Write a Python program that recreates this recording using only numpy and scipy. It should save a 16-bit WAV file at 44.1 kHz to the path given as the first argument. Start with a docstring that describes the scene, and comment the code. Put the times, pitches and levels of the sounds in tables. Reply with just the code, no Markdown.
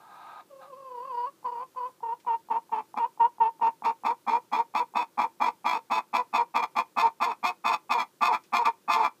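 """A straw-lined nest box in a quiet shed: a hen hisses, draws out one swelling moan, then clucks in a
fast, ever harsher run. Her voice has two registers: a rasp of uneven membrane slaps whose rate climbs
at the start of each cluck, and a clear tone near 470 Hz. Throat and beak resonances colour both.
Straw cracks under her twice; the wooden box adds a short ring."""
import sys
import numpy as np
from scipy import signal
from scipy.fft import rfft, irfft
from scipy.io import wavfile
from scipy.ndimage import uniform_filter1d

SR = 44100
rng = np.random.default_rng(int(sys.argv[2]) if len(sys.argv) > 2 else 0)


def pcm_store(signal):
    """Save signal as 16-bit PCM."""
    levels = np.round(np.clip(np.atleast_2d(signal), -1, 1) * 32767)
    wavfile.write(sys.argv[1], SR, levels.astype(np.int16).T)


N = 405719
TIME = np.arange(N) / SR
FREQS = np.fft.rfftfreq(8192, 1 / SR)

# Moan contour: time_s, pitch_hz, level_db
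MOAN = [(0.5, 593, -54), (0.53, 541, -46.5), (0.654, 526, -52.5), (0.688, 575, -53.5), (0.738, 510, -43.5),
        (0.78, 549.6, -48.5), (0.994, 474, -38.5), (1.072, 550, -38), (1.14, 476.4, -33),
        (1.248, 487, -27.5), (1.278, 558, -35.5), (1.3, 567, -51)]
# Clucks: start_s, length_s, level_db, swell_db, treble_re_level_db, mouth_re_level_db,
# clear_after_s, clear_for_s, clear_pitch_hz, glide_hz, residual_rasp_share
CLUCKS = [ (1.443, 0.11, -32, -10.5, -44, -24, 0.0031, 0.079, 485.7, -30, 0.17),
          (1.508, .14, -35, 9.5, -29, -10, 0, .138, 486.5, 50, 0.28),
          (1.759, 0.14, -33, -1.5, -44, -36, 0.0017, 0.13, 502, 3, 0.06),
          (2.023, .13, -32, 9, -43.5, -31, 0.011, 0.11, 462, 12, 0.1),
          (2.264, .101, -25.5, 1.5, -20, -17, 0.0083, .1, 466, -12, .13),
          (2.5, .09, -25, -0.5, -28.5, -11, 0.001, 0.081, 452, 9.5, 0.37),
          (2.715, 0.1, -25.5, 4.5, -21.5, -8, 0, 0.089, 444, -20, 0.37),
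          (2.962, 0.1048, -26, 7, -19, -8.5, .036, .068, 471, 35.5, 0.21),
          (3.195, 0.081, -20, -0.5, -36, -30, 0.0051, 0.069, 468, 19.5, 0.13),
          (3.4, .096, -20.5, -2, -35, -32, 0.002, .096, 453, -3, 0.19),
          (3.609, 0.086, -21, 8.5, -18, -11, 0.0032, 0.074, 458, -10, 0.34),
          (3.835, 0.085, -25, 10, -10, -3.5, 0.032, 0.046, 458, 9, 0.46),
          (4.04, .094, -24, 1.5, -12, -7, 0.044, 0.041, 468, 40, 0.5),
          (4.265, .124, -23, 3.5, -13.5, -8, .045, 0.081, 467, 44, 0.54),
          (4.515, .115, -24.5, -0.5, -11.5, -8.5, .057, .053, 460, 37.5, 0.5),
          (4.738, 0.1, -23.5, 0.5, -10.5, -7.5, 0.062, 0.025, 480, 24.5, 0.4),
          (4.947, 0.098, -24, -3, -9, -7.5, 0.042, .02, 490, 29, 0.8),
          (5.173, 0.098, -23, -4, -13.5, -8, 0.07, 0.042, 492, 65.5, 0.7),
          (5.399, 0.11, -22.5, -3.5, -11.5, -7.5, 0.07, .045, 475, 13.5, 0.8),
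          (5.643, 0.15, -25, -4, -9, -6, 0.12, .03, 478, 35, 0.8),
          (5.899, 0.11, -23.5, 1.5, -9.5, -6.5, .058, .021, 453, -26.5, 0.9),
          (6.129, 0.1, -24, -4.5, -7.5, -7, 0.052, 0.047, 494, -13, 0.5),
          (6.328, 0.11, -23, 0, -7, -5.5, 0.054, 0.078, 469, -29.5, .52),
          (6.54, .088, -23, -3, -8, -5, .045, .04, 466, -49, 0.7),
          (6.615, 0.047, -25, -5, -4.5, -3.5, .036, .015, 460, -10, 0.5),
          (6.752, 0.073, -22.5, 10.5, -7, -5.5, 0.045, 0.041, 497, -42.5, .82),
          (6.962, 0.13, -22.5, 0, -8.5, -3.5, 0.065, .044, 454, -10, 0.42),
          (7.201, 0.14, -25.5, -7.5, -8.5, -4.5, 0.061, 0.046, 467, -45, 0.5),
          (7.428, 0.093, -25, -4, -6, -4.5, 0.073, 0.03, 460, -23.5, .85),
          (7.639, 0.13, -23.5, 1, -6.5, -3.5, 0.057, 0.022, 458, -19.5, 0.7),
          (7.893, 0.15, -25, -4, -5.5, -3.5, 0.055, 0.032, 475, -36, .41),
          (8.207, 0.17, -22, -4, -8.5, -2.5, 0.081, 0.036, 468, -50.5, 0.4),
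          (8.522, .124, -23, -2.5, -7.5, -4, 0.07, 0.037, 474.4, -20, .28),
          (8.641, 0.065, -21.5, 6, -4.5, 0.5, .034, .024, 466, -23.5, 0.54),
          (8.877, 0.21, -22, 1, -8.5, -3.5, .086, .068, 448.2, -19, 0.5)]
# Lower throat resonances: centre_hz, width_hz, gain_db
THROAT_MODES = [(229.4, 56, -15.5), (390, 40, -26.5), (481, 160, -21.5), (724.2, 40, -5.5),
                (864.2, 53, 4.5), (1020, 150, -6)]


def undb(db):
    """Decibels to gain."""
    return 10 ** (np.asarray(db) / 20)


def unit(x):
    """Scale to rms 1."""
    return x / np.sqrt(np.mean(x ** 2))


def ramp(x):
    """Limit to 0-1."""
    return np.clip(x, 0, 1)


def arc(progress, from_db):
    """Rounded rise from from_db to unity over progress 0-1."""
    foot = np.sqrt(undb(from_db))
    return (foot + (1 - foot) * ramp(progress)) ** 2


def gate(start_s, end_s, edge_s):
    """1 between two times, with linear flanks."""
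    return ramp(np.minimum(TIME - start_s, end_s - TIME) / edge_s + .5)


def smooth(x, span_s):
    """Triangular running mean."""
    size = max(1, int(span_s * SR))
    return uniform_filter1d(uniform_filter1d(x, size), size)


def even(x):
    """Hold short-term rms at 1; single pulses still differ."""
    return x / np.sqrt(np.abs(smooth(x ** 2, .016)) + 1e-4 * np.mean(x ** 2))


def walk(rate_hz):
    """Smooth random drift, rms 1."""
    return unit(smooth(rng.standard_normal(N), 1 / rate_hz))


def colour(x, gain):
    """Minimum-phase filter with the given gain at FREQS."""
    cepstrum = irfft(np.log(gain + 1e-7))
    half = len(cepstrum) // 2
    cepstrum[1:half] *= 2
    cepstrum[half + 1:] = 0
    impulse = irfft(np.exp(rfft(cepstrum)))[:half]
    return signal.fftconvolve(x, impulse)[:N]


def resonate(x, modes, tuning=1):
    """Steep-sided resonances (centre_hz, width_hz, gain_db); tuning scales the centres."""
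    f = FREQS + 1
    power = 0
    for hz, width_hz, db in modes:
        detune = (f - (hz * tuning) ** 2 / f) / (2 * width_hz)
        power += undb(db) ** 2 / (1 + 2 * detune ** 2) ** 2
    return colour(x, np.sqrt(power))


def split(x, hz):
    """Bands below and above hz."""
    low = signal.sosfiltfilt(signal.butter(4, hz, fs=SR, output="sos"), x)
    return low, x - low


def clicks(times_s, sizes):
    """Band-limited impulses at exact times."""
    out, taps = np.zeros(N), np.arange(-8, 9)
    at = np.asarray(times_s)[:, None] * SR
    index = at.astype(int) + taps
    pulses = np.asarray(sizes)[:, None] * np.sinc(index - at) * np.hanning(len(taps))
    np.add.at(out, np.clip(index, 0, N - 1), pulses)
    return out


def shed(level_db=-63.5, drift_db=-.46):
    """Quiet background air, wavering slightly in level."""
    # Air spectrum: freq_hz, relative_density_db
    spectrum = [(15, -59.5), (25, -30.5), (169, -5.5), (240, -11), (349, -2.5), (433, -10.5), (537, -9),
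                (666, -17), (1340, -16.5), (1900, -22.5), (3530, -23), (14300, -25.5), (15500, -24.5)]
    hz, db = np.transpose(spectrum)
    gain = undb(np.interp(np.log(FREQS + 1), np.log(hz), db))
    air = colour(rng.standard_normal(N), gain)
    return unit(air) * undb(level_db + drift_db * walk(19))


def nest_box(x, ring_hz=1010, ring_t60_s=.16, ring_db=-15, tail_db=-19, tail_t60_s=.17, damp_hz=3500):
    """Close boards reflect, the air in the box rings, the shed adds a short dull tail."""
    # Board echoes: delay_s, gain_db
    echoes = [(.0042, -17), (.0086, -21.5), (0.0162, -12)]
    t = TIME[:SR // 2]
    delays_s, db = np.transpose(echoes)
    boards = clicks(delays_s, undb(db))[:len(t)]
    fade = undb(-60 * t / ring_t60_s)
    ring = 2 * np.cos(2 * np.pi * ring_hz * t) * fade / fade.sum()
    tail = rng.standard_normal(len(t)) * undb(-60 * t / tail_t60_s) * (t > .006)
    tail = signal.sosfilt(signal.butter(1, damp_hz, fs=SR, output="sos"), tail / np.linalg.norm(tail))
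    return x + signal.fftconvolve(x, boards + undb(ring_db) * ring + undb(tail_db) * tail)[:N]


def straw(decay_s=.015):
    """Dry stalks give way, each in a short crackle."""
    # Stalk cracks: start_s, level_db
    cracks = [(2.199, -61.5), (8.437, -58)]
    envelope = sum(undb(db) * (TIME > s) * np.exp(-np.abs(TIME - s) / decay_s) for s, db in cracks)
    return envelope * unit(resonate(rng.standard_normal(N), [(2400, 1200, -1), (4800, 2900, -3.5)]))


def hiss():
    """Unvoiced turbulence through throat and open beak."""
    # Breath contour: time_s, level_db
    contour = [(0, -56), (.1, -51), (.28, -46.5), (.41, -46.5), (.44, -77), (.59, -72), (.62, -47),
               (.66, -52.5), (.7, -71), (1.0, -65.5), (1.27, -60), (1.33, -89.5)]
    # Airway resonances: centre_hz, width_hz, gain_db
    airway_modes = [(863, 180, 10), (1251, 83, 10.5), (1586, 74, 3), (2300, 570, -13.5), (3820, 600, -15)]
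    air = even(resonate(rng.standard_normal(N), airway_modes))
    return air * undb(np.interp(TIME, *np.transpose(contour)))


def pops():
    """The airway opens before some clucks: one slap rings the throat."""
    # Airway openings: time_s, peak_db
    openings = [(1.429, -47), (1.748, -49), (2.005, -45), (2.248, -44), (2.487, -38), (2.694, -43.5),
                (2.942, -30.5), (3.175, -42.5), (3.383, -39), (3.596, -39.5), (3.822, -30), (4.036, -30.5),
                (4.938, -37)]
    times_s, db = np.transpose(openings)
    ring = resonate(clicks(times_s, undb(db)), THROAT_MODES)
    return ring * undb(db.max()) / np.abs(ring).max()


def throat(slaps, calls, shut_ratio=.98, open_ratio=1.022, lift_at_s=.027, lift_s=.043):
    """Lower throat resonances start low in each call and rise as it opens."""
    lift = ramp(sum(gate(start + lift_at_s, end + lift_s / 2, lift_s) for start, end in calls))
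    shut, wide = (resonate(slaps, THROAT_MODES, ratio) for ratio in (shut_ratio, open_ratio))
    return even((1 - lift) * shut + lift * wide)


def beak(x, shift=.026, notch_hz=2960, notch_width_hz=170, notch_db=-9):
    """Resonances drift as the open beak moves; a side cavity absorbs a band and its third multiple."""
    # Open-beak resonances: centre_hz, width_hz, gain_db
    open_modes = [(2039, 127, -7.5), (2350, 47, -18.5), (2452, 78, 6.5), (2200, 27, 0.5),
                  (2930, 210, -12.5), (3466, 130, -8.5), (3430, 83, -8.5), (3836, 50, -12.5),
                  (4330, 390, -15), (5273, 220, -16), (6490, 280, -21), (7700, 500, -27.5),
                  (10340, 2500, -37.5), (14100, 5200, -38)]
    lean = ramp(.5 + .45 * walk(18))
    low, high = (resonate(x, open_modes, ratio) for ratio in (1 - shift, 1 + shift))
    notches = sum(np.exp(-((FREQS / k - notch_hz) / notch_width_hz) ** 2) for k in (1, 3))
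    return even(colour((1 - lean) * low + lean * high, undb(notch_db * notches)))


def rasp(bright_db, slack_hz=208, climb_hz_per_s=5200, relax_s=.018, arch_s=.055, jitter_s=.00004,
         loose_spread=.076, pressed_spread=.014, scatter_db=3.65, limp_db=.6, air_db=-13, air_s=.0023):
    """In each cluck membranes slap faster as they tighten, then slacken; each slap frees a puff of air."""
    # Top slap rate, rising with excitement: time_s, rate_hz
    top_rates = [(4.3, 323.8), (5.7, 334.8), (7.3, 350.4)]
    # Pressed hard they lock to one rate; otherwise they stumble.
    stumble = np.interp(bright_db, [-19, -11], [loose_spread, pressed_spread])
    times_s, sizes_db = [], []
    for start_s, length_s, *_ in CLUCKS:
        age_s = 0
        taut_hz = np.interp(start_s, *np.transpose(top_rates)) * (1 + .012 * rng.standard_normal())
        span_hz = taut_hz - slack_hz
        for count, (stretch, slip, size) in enumerate(rng.standard_normal(size=(120, 3))):
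            if age_s >= length_s:
                break
            taut = ramp(age_s * climb_hz_per_s / span_hz) * ramp((length_s - age_s) / relax_s)
            times_s.append(start_s + age_s + jitter_s * slip)
            sizes_db.append(scatter_db * size + limp_db * taut * (-1) ** count)
            spread = pressed_spread + taut * (stumble[int((start_s + age_s) * SR)] - pressed_spread)
            droop = .05 * min((age_s / arch_s - 1) ** 2, 1)  # rate peaks at arch_s
            age_s += np.exp(spread * stretch + droop) / (slack_hz + taut * span_hz)
    slaps = clicks(times_s, undb(sizes_db))
    airflow = signal.lfilter([1], [1, -np.exp(-1 / (air_s * SR))], np.abs(slaps))
    puffs = airflow * rng.standard_normal(N)
    air = unit(puffs) + 2 * unit(split(puffs, 2700)[1])
    return unit(slaps) + undb(air_db) * unit(air)


def tone(pitch_hz, level_db, gape, round_db=-17, onset_db=18, onset_s=.23, open_db=5, air_db=-14,
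         thin_hz=4600, thin_db=-7, thin_until_s=1.9):
    """Clear register: quavering harmonics, the second dominant when loud. Returns body, treble."""
    # Low overtones: harmonic_number, relative_db
    partials = [(2, 10.5), (3, -18), (4, -24)]
    # Resonances with the beak nearly shut: centre_hz, width_hz, gain_db
    shut_modes = [(1920, 130, 4.5), (2180, 80, -3), (2756, 360, 1.5), (4620, 500, -32.5)]
    softness = np.interp(level_db, [-35, -25], [1, .15])
    quaver = softness * np.sin(2 * np.pi * np.cumsum(30 + 9 * walk(25)) / SR)
    waver = .008 * walk(260) + .016 * quaver
    flutter = undb(1.4 * walk(80) + 3.3 * quaver)
    phase = 2 * np.pi * np.cumsum(pitch_hz * (1 + waver)) / SR
    overtones = sum(undb(db) * np.sin(round(k) * phase) for k, db in partials)
    # Soft voicing is rounder; the moan begins almost as a sine.
    soft_db = -.72 * (np.clip(level_db, -45, -22) + 30.5)
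    onset = np.exp(-np.abs(TIME - MOAN[0][0]) / onset_s)
    fundamental = undb(round_db + soft_db + onset_db * onset + open_db * gape)
    body = (unit(overtones) + fundamental * unit(np.sin(phase))) / np.sqrt(1 + fundamental ** 2)
    buzz = unit(sum(np.cos(k * phase) for k in range(4, 20)))
    buzz += undb(air_db) * 2 * rng.standard_normal(N) * (1 + np.cos(phase))
    # The first, pinched calls carry a thin high overtone.
    thin = undb(thin_db) * gate(0, thin_until_s, .4) * even(resonate(buzz, [(thin_hz, 220, 0)]))
    treble = np.sqrt(1 - gape) * even(resonate(buzz, shut_modes)) + np.sqrt(gape) * beak(buzz) + thin
    return body * flutter, treble * flutter


def moan(treble_db=-29, mouth_db=-28, peak_thinning=.2):
    """The moan swells as a clear, quavering tone. Returns controls for voice."""
    times_s, hz, db = np.transpose(MOAN)
    loudness = undb(np.interp(TIME, times_s, db))
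    thinning = peak_thinning * loudness / loudness.max()  # the tone thins slightly at its peak
    pitch_hz = np.interp(TIME, times_s, hz)
    return loudness, treble_db, mouth_db, thinning, pitch_hz


def clucks(gape, soft_attack_s=.012, harsh_attack_s=.023, release_s=.021,
           overshoot_db=4, overshoot_at_s=.022, rebound_s=.058, settle_s=.037,
           press_db=-3, press_at_s=.061, press_s=.015, flip_s=.0064, sag_hz=25.94, arch_hz=14,
           clear_treble_db=-29.5, clear_mouth_db=-21.5, clear_gain_db=2.5,
           lag_db=-12, lag_s=.0082, fade_db=-4, end_db=-10, mouth_fade_db=-2.5):
    """Each push of air overshoots, rasps, turns clear and lets go. Returns controls for voice."""
    rows = np.array(CLUCKS)
    current = np.maximum(np.searchsorted(rows[:, 0], TIME + .002) - 1, 0)
    (start_s, length_s, level_db, swell_db, treble_db, mouth_db,
     clear_after_s, clear_for_s, centre_hz, glide_hz, rough) = rows[current].T
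    age_s = np.clip(TIME - start_s, 0, length_s)
    progress = age_s / length_s
    release = ramp((length_s - age_s) / release_s)

    break_s = start_s + clear_after_s
    clear = (1 - rough) * gate(break_s - flip_s / 2, break_s + clear_for_s + flip_s / 2, flip_s)
    eased = smooth(clear, 2 * flip_s)  # the throat changes slowly between registers
    through = ramp((TIME - break_s) / clear_for_s) - .5
    bend_hz = arch_hz * gape - sag_hz * (1 - gape)  # soft tones sag, harsh ones arch
    pitch_hz = centre_hz + glide_hz * through + bend_hz * np.cos(2 * np.pi * through) / 2

    attack_s = soft_attack_s + gape * (harsh_attack_s - soft_attack_s)
    envelope = arc(age_s / attack_s, from_db=-13.5) * arc(release, from_db=-21)
    rebound = np.cos(2 * np.pi * (age_s - overshoot_at_s) / rebound_s)
    push_db = overshoot_db * rebound * np.exp(-age_s / settle_s)
    # A taut rasp is squeezed: less body, as much treble.
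    push_db += press_db * gape * (1 - eased) * np.exp(-((age_s - press_at_s) / press_s) ** 2)
    effort_db = level_db + swell_db * (progress - .5) + push_db + clear_gain_db * eased * gape

    # Treble comes late, fades and leaves first.
    shape_db = lag_db * np.exp(-age_s / lag_s) + fade_db * progress + end_db * (1 - release)
    bright_db = treble_db + eased * (clear_treble_db - treble_db) + gape * (shape_db - push_db)
    wide_db = mouth_db + eased * (clear_mouth_db - mouth_db) + mouth_fade_db * (progress - .5)
    return envelope * undb(effort_db), bright_db, wide_db, 1 - clear, pitch_hz


def voice(opens_at_s=3.55, opening_s=.55, body_db=-1, mouth_trim_db=-1, swing_s=.011):
    """Moan and clucks: effort sets level, vowel and treble; clucks flip between rasp and tone."""
    # Upper throat resonances, strong with the mouth wide: centre_hz, width_hz, gain_db
    mouth_modes = [(1182, 77, 8), (1278, 74, -4), (1458, 96, -12), (1767, 130, -15)]
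    calls = [(MOAN[0][0], MOAN[-1][0])] + [(start, start + length) for start, length, *_ in CLUCKS]
    sounding = ramp(sum(gate(start + .001, end, .004) for start, end in calls))
    gape = ramp((TIME - opens_at_s) / opening_s)  # the beak opens as the run gathers force
    moaning = TIME < (MOAN[-1][0] + CLUCKS[0][0]) / 2
    controls = (np.where(moaning, a, b) for a, b in zip(moan(), clucks(gape)))
    loudness, bright_db, wide_db, blend, pitch_hz = (smooth(c, .002) for c in controls)
    bright_db, blend = np.minimum(bright_db, -3), ramp(blend)

    # blend turns the tone down and, in clucks, the rasp up.
    slaps = rasp(bright_db)
    tone_body, tone_treble = tone(pitch_hz, 20 * np.log10(loudness), gape)
    body = blend * throat(slaps, calls) + np.sqrt(1 - blend ** 2) * tone_body
    wide = np.minimum(undb(wide_db + mouth_trim_db), .9)
    body = np.sqrt(1 - wide ** 2) * body + wide * even(resonate(slaps, mouth_modes))
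    treble = np.sqrt(blend) * beak(slaps) + np.sqrt(1 - blend) * tone_treble

    # Membranes meet hard only at full swing; harder slaps are sharper.
    hard = ramp(sum(gate(start + swing_s, end - swing_s, .0042) for start, end in calls))
    sharp_db = -2 + .88 * np.maximum(bright_db + 11.5, 0)
    ring, edge = split(treble, 3000)
    treble = ring + edge * (.18 + 1.023 * hard) * undb(sharp_db)
    return sounding * loudness * (undb(body_db) * body + undb(bright_db) * treble)


def scene():
    """Hen and straw in the box, over the shed air; mono."""
    return (nest_box(voice() + pops() + hiss() + straw()) + shed())[None]


def record(dry, low_hz=115, top_hz=15250):
    """Phone microphone: thin bass, steep top cut."""
    thin = signal.sosfilt(signal.butter(2, low_hz, "highpass", fs=SR, output="sos"), dry)
    return signal.sosfilt(signal.ellip(10, .2, 80, top_hz, fs=SR, output="sos"), thin)


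dry = scene()
out = record(dry)
pcm_store(out)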